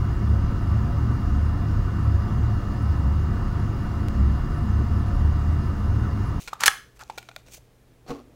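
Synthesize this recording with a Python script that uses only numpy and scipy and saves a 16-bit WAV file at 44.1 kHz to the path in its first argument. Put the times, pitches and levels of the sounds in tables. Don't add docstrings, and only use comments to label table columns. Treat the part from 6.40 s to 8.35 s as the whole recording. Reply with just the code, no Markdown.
import sys
import numpy as np
from scipy import signal
from scipy.fft import rfft, irfft
from scipy.io import wavfile
from scipy.ndimage import uniform_filter1d

SR = 44100
rng = np.random.default_rng(int(sys.argv[2]) if len(sys.argv) > 2 else 0)


def transcribe(signal):
    frames = np.atleast_2d(signal).T
    limited = np.clip(frames, -1, 1)
    pcm = np.round(limited * 32767).astype(np.int16)
    wavfile.write(sys.argv[1], SR, pcm)


N = 85995
T = np.arange(N) / SR
FREQS = np.maximum(np.fft.rfftfreq(N, 1 / SR), 1)

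# (frequency [Hz], density [dB per Hz])
FLOOR_COLOUR = [(12, -32), (20, -6.5), (53, -1), (90, -10.5), (122, -9), (232, -14), (465, -14), (857, -26),
                (1820, -29), (4810, -36), (15500, -41.5)]
FLOOR_DB, HUM_HZ, HUM_DB = -56.5, 120.6, -62

# (frequency [Hz], level [dB], t60 [s])
ROOM_BANDS = [(150, -18, .3), (450, -11.5, 0.24), (800, -15, 0.21), (1190, -15.5, .32), (1610, -19, .34),
              (2500, -15.5, .33), (5070, -18.5, 0.37), (8200, -16.5, 0.28), (15000, -19, 0.35)]
ROOM_DELAY_S, ROOM_BUILD_S = 0.0066, 0.0064

# (time [s], frequency [Hz], level [dB], t60 [s])
JOLTS = [(.075, 40.3, -37, .09), (.259, 74.2, -45, .06), (.2775, 55.47, -29.5, .055)]
# (time [s], frequency [Hz], level [dB], t60 [s])
GRIP_KNOCKS = [(.1305, 883, -10.5, 0.01), (.1314, 1190, -11, .013), (.6270, 835, -32, 0.021),
               (.6983, 868, -17, 0.019), (.7775, 494, -25.5, 0.016), (.8880, 670, -39, 0.039),
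               (.9626, 625, -29, .018), (1.0836, 584, -37.5, 0.013), (1.1785, 619, -37.5, .016)]
KNOCK_RISE_S = 0.00094

# (fullest at [s], rise [s], fall [s])
PUSH = (1.709, 0.011, 0.01)
# (frequency [Hz], level [dB], t60 [s])
TABLE_MODES = [(167, -18, .12), (245.4, -4.5, 0.44), (280, 3.5, 0.24), (352, -9, 0.11), (372, -9, 0.12),
               (464, 3, 0.13), (472, -6, 0.084), (610, -10, .06), (690, -9.5, 0.055), (855, -10, .05),
               (1088, -7, .035)]
# (fullest at [s], rise [s], fall [s], level [dB], tilt [dB/octave])
GRATES = [(1.665, 0.0013, 0.0057, -48, 0), (1.688, .009, .008, -42, 1.5), (1.71, 0.015, .015, -36, 0.5),
          (1.745, 0.017, 0.043, -46, 0), (1.9, 0.11, 0.13, -57, -5.5)]
# (frequency [Hz], density [dB per Hz])
GRATE_COLOUR = [(120, -24), (260, 2), (480, 0), (800, -5), (950, -13), (1120, -4), (1650, -21.5),
                (2750, -20), (3800, -25), (4450, -19.5), (5100, -28), (5750, -24), (10000, -40),
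                (16000, -41)]
SLIPS_PER_S, JUDDER_DB = 260, -34
SLIP_JITTER = 0.43

# (fullest at [s], rise [s], fall [s], level [dB], tilt [dB/octave])
RUBS = [(.0, .02, 0.057, -46, -1), (.76, .08, 0.12, -60, -3.5), (.98, 0.034, 0.023, -63.5, -3),
        (1.07, 0.0096, 0.027, -57, -4.5), (1.11, .02, 0.023, -59, -0.5), (1.142, 0.016, .018, -44.5, .5),
        (1.174, 0.0047, .006, -47.5, 0)]
# (frequency [Hz], density [dB per Hz])
RUB_COLOUR = [(80, -18), (300, -8), (600, -8.5), (1900, -10), (2450, 0), (3100, -3.5), (5200, -4),
              (6200, 2.5), (7500, -2.5), (11500, -9.5), (14600, -7.5)]
# (fullest at [s], rise [s], fall [s], level [dB], tilt [dB/octave])
SCRAPES = [(0.14, 0.022, .02, -51, -2.5), (.226, 0.013, 0.052, -29.5, -1),
           (0.6124, 0.011, 0.013, -43.5, -0.5), (.567, .008, 0.0084, -58.5, 3)]
# (frequency [Hz], density [dB per Hz])
SCRAPE_COLOUR = [(150, -10), (500, -9.5), (1300, 9.5), (2200, -1.5), (4000, -4.5), (7000, -6), (9000, -12),
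                 (16000, -20)]
GRAIN_S = .002
SCRAPE_GRAIN_DB, RUB_GRAIN_DB, GRATE_GRAIN_DB = 3, 3, 4

# (time [s], ring level [dB], ring pitch [ratio], crack level [dB], crack tilt [dB/octave], crack t60 [s])
CLICKS = [(.0758, -39.5, 1.02, -27.5, -2.5, 0.021), (.0808, -32, 0.99, -33, -1.5, 0.045),
          (.0905, -58, 1, -41, 0.5, 0.011), (.1322, -50.5, 1.15, -33.5, 1.5, 0.025),
          (.5928, -45, 1.12, -41, 8, 0.0084), (.6112, -43.5, 0.63, -55, 10, 0.016),
          (.6355, -66, 1, -37, 0.5, 0.008), (.6982, -38.5, 0.928, -32, -4.5, 0.035),
          (.7772, -34.5, 0.98, -32.5, 1.5, 0.0073), (.7815, -29, 0.993, -30.5, 1, 0.034),
          (.8278, -45, 1, -33.5, 0, 0.0052), (.8552, -60, 1, -59, 1, .01),
          (.8880, -39.5, 0.94, -34.5, -3.5, 0.024), (.9137, -45, 1.01, -45, -4, 0.015),
          (.9626, -34.5, 0.98, -22, -2.5, 0.0098), (1.0836, -52.5, 1, -46.5, 1, 0.014)]
# (frequency [Hz], level [dB], t60 [s])
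PARTS_MODES = [(800, -4, .025), (1450, -1.5, 0.031), (2300, -3, .02), (2470, -1.5, 0.019),
               (3500, -5, 0.0046), (4140, -3, .011), (6600, -10.5, 0.0045)]
# (frequency [Hz], density [dB per Hz])
PARTS_CRACK = [(300, -3.5), (800, -2.5), (1500, -3.5), (4000, 2.5), (5400, -3.5), (8000, -5.5),
               (11000, -14), (16000, -13.5)]

# (time [s], ring level [dB], ring pitch [ratio], crack level [dB], crack tilt [dB/octave], crack t60 [s])
SLIDE_HITS = [(.2033, -46, 1, -36.5, 0, .02), (.2062, -36.5, 1.1, -22, 2.5, .026),
              (.2354, -10, 1.04, -12, -0.5, 0.024), (.2590, -17.5, 1.1, -8, 3.5, .028),
              (.2630, -17, 0.76, -6, 3.5, .016), (.2662, -24.5, .95, -15, -0.5, 0.025),
              (.2692, -23.5, 1.04, -13, 4, .026), (.2730, -22.5, 1.3, -10.5, 3, 0.0093),
              (.2791, 2.5, 1, -6.5, 5.5, 0.011), (.2820, -10.5, 1, -14.5, -1, .014)]
# (frequency [Hz], level [dB], t60 [s])
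SHELL_MODES = [(797, -19.5, .03), (1134, -10.5, .024), (1285, -8.5, 0.028), (1530, -3.5, .02),
               (1680, -0.5, 0.02), (1867, -6.5, .022), (2184, -6, .018), (2970, -8.5, .014),
               (3385, -13, 0.028), (4200, -10.5, .01), (5130, -13, .012), (6030, -11.5, 0.017),
               (8320, -21, .015), (9980, -19, .012)]
# (frequency [Hz], density [dB per Hz])
SLIDE_CRACK = [(300, -10.5), (600, -3), (1500, 3.5), (3500, 1), (6000, -0.5), (9000, -5.5), (12000, -12),
               (16000, -14)]
MODE_SPREAD_DB = 1.2
CONTACT_RISE_S, RADIATES_ABOVE_HZ = 0.00023, 450

OVERLOAD, OVERLOAD_KNEE = .76, 4
CUTOFF_HZ = 15800


def from_db(db):
    return 10 ** (np.asarray(db) / 20)


def rms_one(x):
    return x / np.sqrt(np.mean(x ** 2) + 1e-20)


def noise(spectrum, tilt_db=0):
    hz, db = np.transpose(spectrum)
    colour_db = np.interp(np.log(FREQS), np.log(hz), db)
    colour_db = colour_db + tilt_db * np.log2(np.maximum(FREQS, hz[0]))
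    return rms_one(irfft(rfft(rng.standard_normal(N)) * from_db(colour_db), N))


def decay(start, t60):
    return (T >= start) * np.exp(-np.log(1000) * np.clip((T - start) / t60, 0, 10))


def attack(start, rise):
    return 1 - np.exp(-np.maximum(T - start, 0) / rise)


def ring(start, hz, t60):
    return np.sin(2 * np.pi * hz * (T - start)) * decay(start, t60)


def swell(t, peak, rise, fall):
    width = np.where(t < peak, rise, fall)
    return np.exp(-np.minimum(((t - peak) / width) ** 2 / 2, 20))


def quiet_floor():
    hum = rms_one(np.sin(2 * np.pi * HUM_HZ * T))
    return from_db(FLOOR_DB) * noise(FLOOR_COLOUR) + from_db(HUM_DB) * hum


def room(x):
    white = rfft(rng.standard_normal(N))
    log_hz = np.log([row[0] for row in ROOM_BANDS])
    echo = np.zeros(N)
    for share, (hz, db, t60) in zip(np.eye(len(ROOM_BANDS)), ROOM_BANDS):
        envelope = decay(ROOM_DELAY_S, t60) * attack(ROOM_DELAY_S, ROOM_BUILD_S)
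        band = irfft(white * np.interp(np.log(FREQS), log_hz, share), N)
        echo += from_db(db) * band * envelope / np.linalg.norm(envelope)
    return signal.fftconvolve(x, echo)[:N]


def soft_blows(rows):
    out = np.zeros(N)
    for start, hz, db, t60 in rows:
        out += from_db(db) * ring(start, hz, t60) * attack(start, KNOCK_RISE_S)
    return out


def friction(strokes, spectrum, grain_db):
    out = np.zeros(N)
    for peak, rise, fall, db, tilt_db in strokes:
        smoothed = uniform_filter1d(rng.standard_normal(N), max(1, int(GRAIN_S * SR)))
        grain = from_db(grain_db * rms_one(smoothed))
        hiss = rms_one(noise(spectrum, tilt_db) * grain)
        out += from_db(db) * swell(T, peak, rise, fall) * hiss
    return out


def frame_push():
    count = 1000
    spacings = np.arange(count) - count / 2 + SLIP_JITTER * rng.standard_normal(count)
    slips = spacings / SLIPS_PER_S + PUSH[0]
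    slips = slips[(slips > 0) & (slips < T[-1])]
    force = np.bincount((slips * SR).astype(int), swell(slips, *PUSH), N)
    body = np.zeros(N)
    for hz, db, t60 in TABLE_MODES:
        body += from_db(db) * rms_one(signal.fftconvolve(force, ring(0, hz, t60))[:N])
    judder = from_db(JUDDER_DB) * body * np.sqrt(PUSH[1] / T[-1])
    return judder + friction(GRATES, GRATE_COLOUR, GRATE_GRAIN_DB)


def contacts(rows, modes, crack):
    out = np.zeros(N)
    for start, ring_db, pitch, crack_db, tilt_db, t60 in rows:
        hit = from_db(crack_db) * noise(crack, tilt_db) * decay(start, t60)
        for k, (hz, db, mode_t60) in enumerate(modes):
            level_db = ring_db + db + MODE_SPREAD_DB * rng.standard_normal()
            hit += (-1) ** k * from_db(level_db) * ring(start, hz * pitch, mode_t60)
        out += hit * attack(start, CONTACT_RISE_S)
    high_pass = signal.butter(3, RADIATES_ABOVE_HZ, "high", fs=SR, output="sos")
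    return signal.sosfilt(high_pass, out)


def pistol():
    slide = contacts(SLIDE_HITS, SHELL_MODES, SLIDE_CRACK)
    slide += friction(SCRAPES, SCRAPE_COLOUR, SCRAPE_GRAIN_DB)
    loose_parts = contacts(CLICKS, PARTS_MODES, PARTS_CRACK)
    hands = soft_blows(GRIP_KNOCKS) + friction(RUBS, RUB_COLOUR, RUB_GRAIN_DB)
    return slide + loose_parts + hands


def scene():
    direct = frame_push() + pistol()
    return (quiet_floor() + room(direct) + soft_blows(JOLTS) + direct)[None]


def record(dry):
    clipped = dry / (1 + np.abs(dry / OVERLOAD) ** OVERLOAD_KNEE) ** (1 / OVERLOAD_KNEE)
    low_pass = signal.ellip(10, .2, 70, CUTOFF_HZ, fs=SR, output="sos")
    return signal.sosfilt(low_pass, clipped)


dry = scene()
out = record(dry)
transcribe(out)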